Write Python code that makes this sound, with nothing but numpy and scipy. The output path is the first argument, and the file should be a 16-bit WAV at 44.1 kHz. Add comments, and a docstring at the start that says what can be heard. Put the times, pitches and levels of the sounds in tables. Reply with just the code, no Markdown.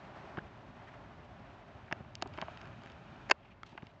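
"""Camera noises on a quiet golf course

Fingers knock on a handheld camera's plastic case, the zoom motor runs for a second and its lever snaps
back with one sharp, loud click, which makes the camera turn its sound down. Some metres away a golf club
then chips the ball and brushes through the grass, over a distant rush of traffic and trees."""
import sys
import numpy as np
from scipy import signal
from scipy.fft import rfft, irfft
from scipy.io import wavfile
from scipy.ndimage import uniform_filter1d

SR = 44100
rng = np.random.default_rng(int(sys.argv[2]) if len(sys.argv) > 2 else 0)


def put_to_file(sound):
    """Save the sound as 16-bit audio at rate SR, in the file named by the first command-line argument."""
    columns = np.atleast_2d(sound).T  # one column per channel
    safe = np.clip(columns, -1, 1)
    whole_steps = np.round(safe * 32767)
    wavfile.write(sys.argv[1], SR, whole_steps.astype(np.int16))


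N = 176400

# The tones of the plastic case. Each row: pitch in Hz, seconds to fade by 60 dB, relative level in dB.
CASE_TONES = [(299, 0.015, 1.5), (649, 0.019, -4), (880, 0.012, -3), (1223, 0.0091, -4), (1650, 0.01, -3),
              (2204, 0.0078, -3), (2760, 0.01, -5.5), (3140, 0.0093, -6.5), (3780, 0.0078, -11.5),
              (4570, 0.0077, -11.5), (5330, 0.0081, -14), (6150, 0.0083, -18), (6980, 0.0038, -12.5)]


def zoom_lever():
    """The lever slips, then rattles against its stop; so small a part gives no bass."""
    # Each row: start in seconds, level in dB, scrape length in seconds.
    hits = [(3.291, -40, .002), (3.296, -32.5, 0.00025), (3.2984, -20, .001), (3.309, -22.5, 0.00052),
            (3.3104, -12, 0.0022), (3.3128, -5, 0.0011), (3.3161, -18, 0.00096)]
    # Each row: pitch in Hz, seconds to fade by 60 dB, relative level in dB.
    lever_tones = [(385, 0.02, -8), (649, 0.017, -3.5), (1028, 0.02, -8.5), (1507, .014, -3.5),
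                   (1830, .012, -2), (2190, 0.015, -5.5), (2680, 0.015, -7.5), (3230, 0.013, -11.5),
                   (3710, .006, -10), (4320, .007, -10), (4600, 0.011, -11), (5160, .006, -10.5),
                   (6100, 0.0069, -19), (6850, .009, -17)]
    out = np.zeros(N)
    for start, db, scrape_s in hits:
        add(out, start, at_level(strike(lever_tones, scrape_s, grit=0.14), db))
    return low_cut(out, hz=232)


def finger_knocks():
    """Soft finger pads knock dully and thud on the case; hard edges tick."""
    # Each row: start in seconds, level in dB, centre pitch in Hz, scrape length in seconds, thud in dB.
    knocks = [(0.3714, -28.5, 930, 0.0053, -44), (0.379, -27, 342, 0.00067, -23),
              (0.385, -39, 1900, .002, -41), (1.9118, -30, 1170, 0.0016, -41),
              (1.9172, -31.5, 804, 0.0028, -66), (1.9245, -25, 685, 0.0021, -27.5),
              (1.9247, -21.5, 2580, 0.001, -62), (2.001, -41, 504, .002, -54),
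              (2.0063, -38, 550, 0.0027, -30), (2.047, -43.5, 900, 0.0015, -59),
              (2.153, -34, 6230, 0.0002, -62), (2.215, -44, 3600, 0.00057, -69),
              (2.222, -21.5, 860, 0.0029, -51), (2.2226, -26, 5300, 0.0014, -60),
              (2.257, -29.5, 474, 0.0062, -71), (2.2737, -49.5, 5940, 0.001, -73),
              (2.337, -44.5, 3600, 0.0042, -59), (2.375, -39, 3230, 0.00103, -65),
              (2.3801, -30.5, 540, 0.0033, -62), (2.3852, -29, 1390, 0.0017, -40),
              (2.405, -42, 790, 0.0012, -37), (2.4146, -29.5, 2680, 0.00043, -67),
              (2.422, -23, 674, 0.0036, -29.5), (2.4818, -29, 840, 0.0021, -58),
              (3.728, -37.5, 800, .003, -32.5), (3.751, -33, 393, 0.00091, -44),
              (3.776, -26, 1380, 0.0033, -41), (3.822, -40, 2200, .002, -41), (3.828, -31, 410, .002, -28),
              (3.868, -40, 2400, 0.0012, -46)]
    thud = low_cut(ring([(162.4, 0.018, 0)]), hz=91)  # one low tone that dies fast
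    out = np.zeros(N)
    for start, db, hz, scrape_s, thud_db in knocks:
        knock = steep_band(strike(CASE_TONES, scrape_s, grit=0.2), hz, width=hz / 0.72)
        add(out, start, at_level(knock, db))
        add(out, start, undb(thud_db) * thud)
    return out


def finger_rubs():
    """Skin slides lightly over the case."""
    # Each row: middle in seconds, half length in seconds, level in dB.
    rubs = [(0.299, 0.0097, -59), (0.884, 0.013, -55), (0.941, 0.0087, -59), (1.882, 0.0094, -58)]
    out = np.zeros(N)
    for middle, half_s, db in rubs:
        rub = puff(half_s, hz=1600, width=1060)
        add(out, middle - len(rub) / 2 / SR, undb(db) * rub)
    return out


def finger_squeak(start=0.384, length_s=0.0095, from_hz=1300, to_hz=1790):
    """A fingertip squeaks on the plastic: a tiny rising tone with a faint octave above it."""
    progress = np.linspace(0, 1, int(length_s * SR))
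    phase = 2 * np.pi * np.cumsum(from_hz + (to_hz - from_hz) * progress) / SR
    tone = np.sin(phase) + undb(-21) * np.sin(2 * phase)
    swell = 2 * np.sqrt(progress * (1 - progress))
    out = np.zeros(N)
    add(out, start, undb(-38) * swell * tone)
    return out


def zoom_motor():
    """The motor whirrs, and its gear teeth catch now and then with a tick."""
    # The bands of the whirr. Each row: centre in Hz, half width in Hz, relative level in dB.
    bands = [(764, 410, 11), (1286, 250, 6.5), (2356, 290, 5.5), (2820, 150, -3.5), (3550, 170, -2.5),
             (4570, 140, -36.5), (6100, 250, -14)]
    # Each row of both tables: time in seconds, level in dB.
    whirr_levels = [(2.3, -69), (2.35, -56.5), (2.55, -55.5), (2.72, -60.5), (2.87, -57.5), (3.0, -62),
                    (3.29, -58.5), (3.33, -85)]
    gear_ticks = [(2.509, -52), (2.5534, -61), (2.573, -40.5), (2.614, -42), (2.629, -56), (2.6546, -43.5),
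                  (2.672, -45.5), (2.818, -49), (2.835, -47), (2.8594, -42), (2.872, -45), (2.8992, -45.5),
                  (2.9187, -47)]
    noise = rng.standard_normal(N)
    whirr = sum(undb(db) * steep_band(noise, hz, 2 * half_width) for hz, half_width, db in bands)
    out = unit(whirr) * fade(whirr_levels)
    for start, db in gear_ticks:
        tick = band(strike(CASE_TONES, scrape_s=0.001, grit=0.2), hz=2600, width=5200)
        add(out, start, at_level(tick, db))
    return out


def lens_focus():
    """The lens refocuses with a faint chatter."""
    # Each row: time in seconds, level in dB.
    levels = [(3.33, -76), (3.43, -67.5), (3.457, -60), (3.48, -67.5), (3.522, -57), (3.55, -84),
              (3.7, -65.5), (3.89, -71), (3.93, -79), (4, -91)]
    hiss = steep_band(rng.standard_normal(N), hz=2523, width=990)
    return unit(hiss * flutter(per_second=120, spread_db=4)) * fade(levels)


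def chip_shot(hit_s=3.6328):
    """The club nips the turf, clicks on the ball and swishes on through the grass."""
    # The ball's click. Each row: pitch in Hz, seconds to fade by 60 dB, relative level in dB.
    ball_tones = [(1300, 0.015, 4.5), (2160, 0.015, -3.5), (3320, 0.0089, -5), (5000, .006, -23)]
    # Each row: time in seconds, level in dB.
    grass_levels = [(3.645, -79), (3.665, -56), (3.70, -59), (3.72, -65.5), (3.79, -74), (3.88, -70),
                    (3.93, -76)]
    swish = steep_band(rng.standard_normal(N), hz=2970, width=2500)
    out = unit(swish * flutter(per_second=130, spread_db=2.6)) * fade(grass_levels)
    nip = puff(half_s=0.0016, hz=4950, width=2700)
    add(out, hit_s - len(nip) / 2 / SR, undb(-53) * nip)
    add(out, hit_s, at_level(ring(ball_tones), db=-27.5))
    return out


def traffic_and_trees(split_hz=388):
    """Far-off traffic and trees make a low rumble and, above it, a rush that eases off early on."""
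    # Each row: frequency in Hz, relative level in dB.
    spectrum = [(15, -31.5), (25, -37.5), (43, -4), (109, 2.5), (201, -4), (233, -3.5), (305, -9.5),
                (420, -8.5), (487, -9), (607, -8), (967, -12.5), (1790, -19.5), (3820, -34), (7410, -47.5),
                (8800, -50.5), (11400, -93.5), (19400, -120)]
    # Each row of both tables: time in seconds, level in dB.
    rumble_levels = [(0, -55), (.7, -56), (1.7, -56.5), (2.1, -54.5), (3.2, -55), (4, -57.5)]
    rush_levels = [(0, -52), (.25, -51), (.45, -55), (.9, -55), (1.7, -57), (2.3, -57), (3.3, -58),
                   (4, -55.5)]
    freqs = np.arange(N // 2 + 1) * SR / N + 1
    hz, db = np.array(spectrum).T
    colour = undb(np.interp(np.log(freqs), np.log(hz), db))
    low_share = 1 / (1 + (freqs / split_hz) ** 4)
    out = np.zeros(N)
    for share, levels in ((low_share, rumble_levels), (1 - low_share, rush_levels)):
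        noise = irfft(rfft(rng.standard_normal(N)) * colour * np.sqrt(share), N)
        out += unit(noise) * fade(levels) * flutter(per_second=27, spread_db=1.16)
    return out


def ring(tones, size=3072):
    """A struck part rings with dying tones; neighbouring tones swing opposite ways."""
    t = np.arange(size) / SR
    return sum((-1) ** k * undb(db) * np.sin(2 * np.pi * hz * t) * np.exp(-np.log(1000) * t / fade_s)
               for k, (hz, fade_s, db) in enumerate(tones))


def strike(tones, scrape_s, grit, size=1536):
    """A clean blow and a dying scrape make a part ring; grit sets how strong the scrape is."""
    force = grit * rng.standard_normal(size) * np.exp(-np.arange(size) / SR / scrape_s)
    force[0] += 1  # the blow
    return signal.fftconvolve(force, ring(tones, size))[:size]


def puff(half_s, hz, width, size=4096):
    """A short swell of rubbing noise, loudest in its middle."""
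    t = (np.arange(size) - size / 2) / SR
    return unit(steep_band(rng.standard_normal(size), hz, width)) * np.exp(-(t / half_s) ** 2)


def band(x, hz, width):
    """Keep the sound around hz, in a band whose width is given in Hz."""
    angle = 2 * np.pi * min(hz, SR / np.pi) / SR
    damping = np.sin(angle) * width / hz / 2
    return signal.lfilter([damping, 0, -damping], [1 + damping, -2 * np.cos(angle), 1 - damping], x)


def steep_band(x, hz, width):
    """Filter twice, for a band with steeper sides."""
    return band(band(x, hz, width), hz, width)


def low_cut(x, hz):
    """Weaken the bass below hz."""
    return signal.sosfilt(signal.butter(2, hz, "high", fs=SR, output="sos"), x)


def flutter(per_second, spread_db):
    """A volume that wanders smoothly at random."""
    hold = int(SR / per_second)
    steps = np.repeat(rng.standard_normal(N // hold + 1), hold)
    return undb(spread_db * unit(uniform_filter1d(steps, hold)[:N]))


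def fade(points):
    """A volume that glides through (seconds, dB) points."""
    return undb(np.interp(np.arange(N) / SR, *np.array(points).T))


def at_level(x, db):
    """Give a click the energy of one millisecond of a pure tone that peaks at this level."""
    return x * undb(db) / np.sqrt(2000 * np.sum(x ** 2) / SR)


def undb(db):
    """Turn decibels into a volume factor."""
    return 10 ** (np.asarray(db) / 20)


def unit(x):
    """Scale a signal so its typical swing is 1."""
    return x / np.std(x)


def add(out, start, x):
    """Mix x into out, beginning at start seconds."""
    i = int(round(start * SR))
    out[i:i + len(x)] += x[:N - i]


def scene():
    """All the sounds meet at one microphone."""
    camera = zoom_lever() + finger_rubs() + finger_knocks() + finger_squeak()
    lens = zoom_motor() + lens_focus()
    return (camera + lens + chip_shot() + traffic_and_trees())[None]


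def record(dry, limit_db=-25.5, react_s=0.016):
    """The camera turns down fast after a loud sound, comes back up slowly and dulls the treble."""
    x = low_cut(dry[0], hz=28)
    x = signal.lfilter(*signal.iirnotch(482.4, Q=5.1, fs=SR), x)  # cut one narrow band
    level_db = 10 * np.log10(np.abs(uniform_filter1d(x ** 2, size=220)) + 1e-12)
    sink_db = np.arange(N) / SR  # the remembered peak sinks by 1 dB a second
    peak_db = np.maximum.accumulate(level_db + sink_db) - sink_db
    target_cut_db = 0.53 * np.maximum(peak_db - limit_db, 0)
    step = 1 / (react_s * SR)
    cut_db = signal.lfilter([step], [1, step - 1], target_cut_db)  # ease towards the target
    x = x * undb(-cut_db)
    x = signal.sosfilt(signal.butter(8, 7500, fs=SR, output="sos"), x)
    return signal.sosfilt(signal.ellip(8, .2, 70, 8850, fs=SR, output="sos"), x)[None]


dry = scene()
out = record(dry)
put_to_file(out)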